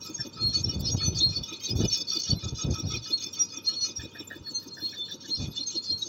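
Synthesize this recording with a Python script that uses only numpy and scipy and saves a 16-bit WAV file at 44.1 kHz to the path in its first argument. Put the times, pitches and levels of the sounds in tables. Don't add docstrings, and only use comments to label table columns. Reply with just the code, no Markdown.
import sys
import numpy as np
from scipy import signal
from scipy.fft import rfft, irfft
from scipy.io import wavfile
from scipy.ndimage import uniform_filter1d

SR = 44100
rng = np.random.default_rng(int(sys.argv[2]) if len(sys.argv) > 2 else 0)


def output_pcm(signal):
    pcm = np.clip(np.atleast_2d(signal).T, -1, 1) * 32767
    wavfile.write(sys.argv[1], SR, np.round(pcm).astype(np.int16))


N = 268172
T = np.arange(N) / SR

FIRST_SHOE_S, SHOES_PER_S, SPEEDUP = 0.047, 6.262, 0.0355
SHOE_COUNT = 39
# [t/s, link ring level/dB, plate ring level/dB, grit level/dB]
CHAIN_LEVELS = [(0, -48, -42, -59), (.33, -47, -50, -71), (.6, -44, -43, -66), (.9, -38, -33, -67),
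                (1.1, -41.5, -50, -68), (1.4, -41, -44, -66), (1.75, -36.5, -38.5, -56),
                (2.15, -36, -31, -60.5), (2.42, -39, -43.5, -74), (2.75, -39.5, -41, -63),
                (3.2, -38, -39.5, -61.5), (3.5, -46, -44, -67), (3.8, -43, -37.5, -68),
                (4.25, -48, -65.5, -62), (4.65, -58.5, -52.5, -62.5), (5.05, -47, -52, -69),
                (5.35, -41.5, -44, -71), (5.7, -43, -40, -69), (6.05, -52.5, -42.5, -69.5)]


def gain_of(db):
    return 10 ** (np.asarray(db) / 20)


def evened(x):
    return x / np.sqrt(np.mean(x ** 2) + 1e-20)


def levelled(x):
    power = np.abs(uniform_filter1d(x * x, size=1200))
    return x / np.sqrt(power + 1e-12)


def add(mix, s, sound):
    at = round(s * SR)
    sound = sound[max(-at, 0):]
    part = mix[max(at, 0):][:len(sound)]
    part += sound[:len(part)]


def coloured(x, points):
    hz, db = np.transpose(points)
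    bins = np.fft.rfftfreq(len(x), 1 / SR)
    shape_db = np.interp(np.log(bins + 1), np.log(hz), db)
    return evened(irfft(rfft(x) * gain_of(shape_db), len(x)))


def wander(rate):
    hz = np.fft.rfftfreq(N, 1 / SR)
    smoothing = np.exp(-(hz / rate) ** 2)
    return evened(irfft(rfft(rng.standard_normal(N)) * smoothing, N))


def impacts(per_s, spread_db):
    size = gain_of(spread_db * np.minimum(rng.exponential(1, N), 3.5))
    sign = rng.choice([-1, 1], N)
    happens = rng.random(N) < per_s / SR
    return evened(size * sign * happens)


def ring(x, hz, width):
    r = np.exp(-np.pi * width / SR)
    turning = r * np.exp(2j * np.pi * hz / SR)
    return np.sqrt(2 * (1 - r * r)) * signal.lfilter([1], [1, -turning], x).imag


def strokes(starts, lengths, dbs, rise, fall):
    t, power = T[:SR], np.zeros(N)
    for s, length, db in zip(starts, lengths * np.ones(len(starts)), dbs):
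        u = t[t < length + 10 * fall]
        build_up = np.minimum(u / rise, 1)
        let_go = np.exp(-np.maximum(u - length, 0) / fall)
        add(power, s, (gain_of(db) * build_up * let_go) ** 2)
    return np.sqrt(power)


def chirps(pitches, share, per_s, length=0.011, detune=0.01416):
    t, out = T[:SR // 10], np.zeros(N)
    u, count = (t - t.mean()) / length, per_s * N // SR
    spread_db, glide = 4.5, 0.004
    for k, hz in enumerate(rng.choice(pitches, count, p=share / share.sum())):
        off, bend, size = rng.standard_normal(3)
        pitch = hz * (1 + detune * off + glide * bend * np.tanh(u))
        turns = np.cumsum(pitch) / SR
        slip = gain_of(spread_db * size) * np.sin(2 * np.pi * turns) / np.cosh(2 * u)
        add(out, (k + rng.random()) / per_s - t.mean(), slip)
    return evened(out)


def along(curve, s):
    at, *columns = np.transpose(curve)
    return np.array([np.interp(s, at, column) for column in columns])


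def shoe_times():
    pace = np.sqrt(SHOES_PER_S ** 2 + 2 * SPEEDUP * np.arange(SHOE_COUNT))
    return FIRST_SHOE_S + (pace - SHOES_PER_S) / SPEEDUP


def receding():
    db_per_s = -0.49
    return gain_of(db_per_s * (T - T.mean()))


def engine(waver=0.0066, drone_db=-53):
    # [f/Hz, rms level/dB halfway through]
    tone_table = [(97, -61.5), (918, -70)]
    # [f/Hz, relative level/dB]
    drone_colour = [(15, -64), (25, -35), (82, -6), (135, 1), (305, 1), (584, -9), (717, -24.5), (929, -11),
                    (1080, -18), (1270, -11.5), (1780, -26.5), (2100, -30), (2730, -83.5), (4620, -120)]
    tones = np.zeros(N)
    for hz, db in tone_table:
        turns = np.cumsum(hz * (1 + waver * wander(13.2))) / SR
        tones += gain_of(db) * np.sqrt(2) * np.sin(2 * np.pi * turns)
    roar = coloured(rng.standard_normal(N), drone_colour)
    return receding() * (tones + gain_of(drone_db) * roar)


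def soil(soil_db=-66):
    # [f/Hz, relative level/dB]
    soil_colour = [(1900, -17.5), (2500, -0.5), (6300, -1), (7800, -18.5), (15500, -27)]
    return gain_of(soil_db) * coloured(impacts(2700, 4), soil_colour)


def steel(force, modes, slip_db, scrape_db):
    pitches, _, dbs = np.transpose(modes)
    clicks = impacts(3000, 0.24)
    shift_db = 7
    tones = np.zeros(N)
    for hz, width, db in modes:
        mode = ring(ring(clicks, hz, width), hz, 10 * width)
        tones += mode * np.sqrt(width) * gain_of(db + shift_db * wander(12.6))
    slips = chirps(pitches, gain_of(dbs), 60)
    band = signal.butter(3, [pitches[1], pitches[-2]], "band", fs=SR, output="sos")
    scrape = evened(signal.sosfilt(band, clicks))
    ringing = levelled(evened(tones) + gain_of(slip_db) * slips)
    return force * (ringing + gain_of(scrape_db) * scrape)


def rattles(grit_db=-2, judder_db=3.0, scatter_db=2, crumble_db=4):
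    # [f/Hz, width/Hz, relative level/dB]
    steel_modes = [(2184, 30, -22), (2472, 30, -7.5), (2949, 11, -6), (3220, 4.3, -8.5), (3524, 13.7, 11.5),
                   (3810, 45, 3), (4420, 73, 8.5), (4455, 38, 1), (4500, 89, 2), (4970, 20, -5.5),
                   (5018, 110, 10), (5254, 36, 1.5), (5596, 67, 15), (5640, 62, -16.5), (6384, 83, 9.5),
                   (6500, 120, -13), (7030, 130, -15.5)]
    link_count = 6
    # [delay/s, length/s, link ring level/dB, plate ring level/dB, grit level/dB]
    shoe_jolts = [(-.046, 0.064, -8.5, -2.5, 0.5), (-.005, 0.036, -4.5, -2, -1.5),
                  (.036, 0.024, -0.5, 1, 9.5)]
    # [t/s, length/s, link ring level/dB, plate ring level/dB, grit level/dB]
    stone_jerks = [(0.131, 0.018, -65, -35, -55), (0.528, 0.071, -47.5, -36.5, -73),
                   (0.791, 0.019, -57, -36, -43), (1.142, 0.056, -62, -31, -55.5),
                   (1.422, 0.012, -35, -38, -52), (1.631, 0.038, -40.5, -32, -57),
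                   (1.893, 0.083, -42, -32, -51.5), (2.179, 0.025, -53, -30.5, -48),
                   (2.57, 0.051, -54, -37, -62), (2.919, 0.038, -36.5, -37, -77),
                   (3.319, 0.026, -49.5, -38.5, -45.5), (3.99, 0.015, -41.5, -54, -78),
                   (4.79, 0.17, -49.5, -50, -57), (5.106, 0.017, -45, -45, -49)]
    # [f/Hz, relative level/dB]
    grit_colour = [(6000, -25.5), (7400, 3.5), (8000, -8), (8500, -9.5), (9100, -11.5), (10500, -10.5),
                   (13300, -4), (14800, 6), (15800, 3)]

    jolts = np.tile(shoe_jolts, (SHOE_COUNT, 1))
    jolts[:, 0] += np.repeat(shoe_times(), len(shoe_jolts))
    jolts[:, 2:] += along(CHAIN_LEVELS, jolts[:, 0]).T
    jolts[:, 2:] += scatter_db * rng.standard_normal((len(jolts), 3))
    s, length, link, plate, grit = np.vstack([jolts, stone_jerks]).T

    idle, grit_idle = gain_of(-66), gain_of(-80)
    link_force = np.hypot(strokes(s, length, link, 0.019, 0.019), idle)
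    links = steel(link_force, steel_modes[:link_count], slip_db=-8.5, scrape_db=-24)
    plate_force = np.hypot(strokes(s, length, plate, 0.016, 0.021), idle)
    plates = steel(plate_force, steel_modes[link_count:], slip_db=-2, scrape_db=-15.5)
    fizz = coloured(impacts(6100, 1.5), grit_colour) * evened(gain_of(crumble_db * wander(70)))
    crunch = np.hypot(strokes(s, length, grit, 0.015, 0.008), grit_idle) * fizz
    return links + gain_of(judder_db * wander(51)) * plates + gain_of(grit_db) * crunch


def pins():
    # [f/Hz, rms level/dB]
    pin_whistles = [(7250, -67.5), (11750, -69)]
    out = np.zeros(N)
    for hz, db in pin_whistles:
        out += gain_of(db) * chirps([hz], np.ones(1), 6, length=0.015, detune=0.015)
    return out


def shoes(landing=0.035, clank_lead=0.0057, thud_db=-43, ring_db=-1, overtone_db=-2, scatter_db=4.74):
    # [t/s, clank level/dB, low ring level/dB, high ring level/dB]
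    blow_levels = [(0, -61.5, -53.5, -55), (.5, -61, -51, -54.5), (1.2, -70, -62, -46.5),
                   (1.8, -77, -55, -49.5), (2.3, -58, -53, -59), (2.7, -63, -41, -53),
                   (3.05, -61.5, -58.5, -54.5), (3.6, -68.5, -49.5, -53.5), (4.1, -42.5, -61.5, -46.5),
                   (4.5, -53, -62.5, -80), (4.9, -48, -81, -72), (5.2, -54.5, -79, -75),
                   (5.45, -66.5, -65.5, -51), (6.05, -75.5, -80, -96)]
    # [t/s, clank level/dB]
    hard_knocks = [(0.181, -43.5), (1.008, -51.5), (1.8, -56)]
    # [f/Hz, relative level/dB]
    thud_colour = [(60, -26.5), (180, -14.5), (270, -7.5), (325, 0.5), (390, -14), (560, -17.5),
                   (720, -37.5), (900, -24), (1900, -62)]
    clank_colour = [(700, 5), (1050, -20.5), (1450, 3), (1620, 19), (1730, 22.5), (1850, 21), (1980, -25),
                    (2400, -73.5)]

    s = shoe_times()
    scatter = scatter_db * rng.standard_normal((len(s), 3)).T
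    clank, low_ring, high_ring = along(blow_levels, s) + scatter
    thud_levels = thud_db + rng.standard_normal(len(s))
    thud_force = strokes(s + landing, 0.032, thud_levels, 0.017, 0.0095)
    thuds = thud_force * coloured(impacts(1500, 1.8), thud_colour)

    hit = s - clank_lead
    hard_s, hard = np.transpose(hard_knocks)
    clank_force = strokes(np.r_[hit, hard_s], 0.02, np.r_[clank, hard], 0.01, 0.017)
    clanks = clank_force * coloured(impacts(1400, 0.88), clank_colour)

    blow = impacts(1200, 1.0)
    low = strokes(hit, 0.042, low_ring, 0.018, 0.029) * levelled(ring(blow, 1294, 20))
    high = strokes(hit, 0.048, high_ring, 0.014, 0.069) * levelled(ring(blow, 2480, 24))
    return receding() * thuds + clanks + gain_of(ring_db) * low + gain_of(overtone_db) * high


def chance_squeaks(delay=0.037, scatter_s=0.044, scatter_db=2, detune=0.00618):
    pin_pitches = [4204, 4280, 4083, 4870, 5000, 5200]
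    pin_db, pin_s = -0.5, 0.047
    late, off, size, stretch = rng.standard_normal((SHOE_COUNT, 4)).T
    s = np.clip(shoe_times() + delay + scatter_s * late, 0, T[-1])
    hz = rng.choice(pin_pitches, SHOE_COUNT) * (1 + detune * off)
    _, plate, _ = along(CHAIN_LEVELS, s)
    level = plate + pin_db + scatter_db * size
    return list(zip(s, hz, level, pin_s * np.exp(0.45 * stretch)))


def squeaks(waver=0.0045, glide=0.00274, growth=2.4, decay=0.82, octave_db=-38, flutter_db=1.7):
    # [middle t/s, f/Hz, peak level/dB, length/s]
    squeal_table = [(0.215, 5420, -25, 0.037), (0.471, 4266, -20, 0.14), (0.563, 4410, -19.5, 0.051),
                    (0.648, 5425, -21, 0.023), (0.704, 5555, -26, 0.044), (0.878, 5200, -26, 0.05),
                    (0.888, 4420, -27.5, 0.05), (0.928, 6510, -27, 0.045), (0.931, 5750, -25, 0.046),
                    (1.046, 4360, -25.5, 0.12), (1.079, 6070, -24, 0.076), (1.212, 3564, -24, 0.025),
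                    (1.225, 3780, -25.5, 0.063), (1.254, 4245, -16.5, 0.11), (1.377, 4450, -24.5, 0.056),
                    (1.716, 5040, -22.5, 0.028), (1.891, 5970, -25.5, 0.028), (1.943, 5440, -19.5, 0.054),
                    (2.136, 5641, -23, 0.013), (2.317, 4495, -21, 0.035), (3.148, 4275, -19, 0.059),
                    (3.419, 5724, -14.5, 0.049), (3.576, 5660, -26.5, 0.015), (3.691, 4284, -18.5, 0.063),
                    (3.843, 5870, -27.5, 0.1), (3.793, 4317, -29.5, 0.12), (3.842, 4314, -21.5, 0.063),
                    (3.975, 5610, -28.5, 0.038), (4.201, 5460, -35.5, 0.038), (4.281, 7200, -38, 0.02),
                    (4.493, 4370, -33, 0.093), (4.566, 6225, -28.5, 0.051), (4.576, 4254, -26.5, 0.08),
                    (4.74, 4245, -36.5, 0.073), (4.864, 4256, -24.5, 0.095), (5.024, 3540, -30.5, 0.13),
                    (5.057, 4300, -38, 0.11), (5.127, 3530, -30.5, 0.033), (5.342, 4222, -21.5, 0.075),
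                    (5.357, 5370, -29, 0.031), (5.584, 3536, -25.5, 0.027), (5.622, 4187, -28.5, 0.048),
                    (5.666, 4233, -36.5, 0.27), (5.684, 6350, -24, 0.037), (5.784, 4257, -23.5, 0.065),
                    (5.931, 4228, -24, 0.14), (6.031, 3816, -22.5, 0.024)]
    out, drift, flutter = np.zeros(N), wander(120), wander(75)
    for s, hz, db, length in squeal_table + chance_squeaks():
        near = abs(T - s) < 0.15
        u = (T[near] - s) / length
        turns = np.cumsum(hz * (1 + waver * drift[near] + glide * np.tanh(u))) / SR
        drop_db = 17.3 * abs(2 * u) ** np.where(u < 0, growth, decay)
        swell = gain_of(db + flutter_db * flutter[near] - drop_db)
        octave = gain_of(octave_db) * np.sin(4 * np.pi * turns)
        out[near] += swell * (np.sin(2 * np.pi * turns) + octave)
    return out


def wind(lump_db=5.5, wind_db=-1.0, tear_db=-3):
    # [t/s, length/s, level/dB]
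    gust_table = [(0.189, 0.015, -33.5), (0.352, 0.34, -35), (0.639, 0.497, -30), (1.095, 0.3, -33),
                  (1.7, 0.078, -27), (1.782, 0.076, -23.5), (2.289, 0.052, -27.5), (2.416, 0.05, -30.5),
                  (2.508, 0.034, -29), (2.641, 0.09, -26.5), (2.823, 0.15, -30), (3.976, 0.064, -46),
                  (4.38, 0.0097, -40), (5.37, 0.13, -31.5), (5.885, 0.098, -43)]
    # [f/Hz, relative level/dB]
    wind_colour = [(25, -25.5), (55, -1.5), (95, 7), (150, 1), (250, -10), (400, -22), (700, -27.5),
                   (1500, -45), (4000, -76)]
    eddy_colour = [(80, -20.5), (190, -2.5), (360, -2.5), (550, -17), (1000, -36), (2500, -62.0)]
    force = strokes(*np.transpose(gust_table), 0.0084, 0.023)
    steady = levelled(coloured(rng.standard_normal(N), wind_colour))
    rumble = evened(steady * gain_of(lump_db * wander(30)))
    eddies = coloured(impacts(260, 0.97), eddy_colour)
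    tear = gain_of(tear_db) * (force / force.max()) ** 2
    return force * (gain_of(wind_db) * rumble + tear * eddies)


def scene():
    machine = engine() + soil() + rattles() + pins() + shoes() + squeaks()
    return (machine + wind())[None]


def record(dry):
    rumble_cut = signal.butter(3, 46, "high", fs=SR, output="sos")
    thin = signal.sosfilt(rumble_cut, dry)
    treble_cut = signal.firwin(511, 15900, window=("kaiser", 9), fs=SR)
    return signal.oaconvolve(thin, treble_cut[None], "same")


dry = scene()
out = record(dry)
output_pcm(out)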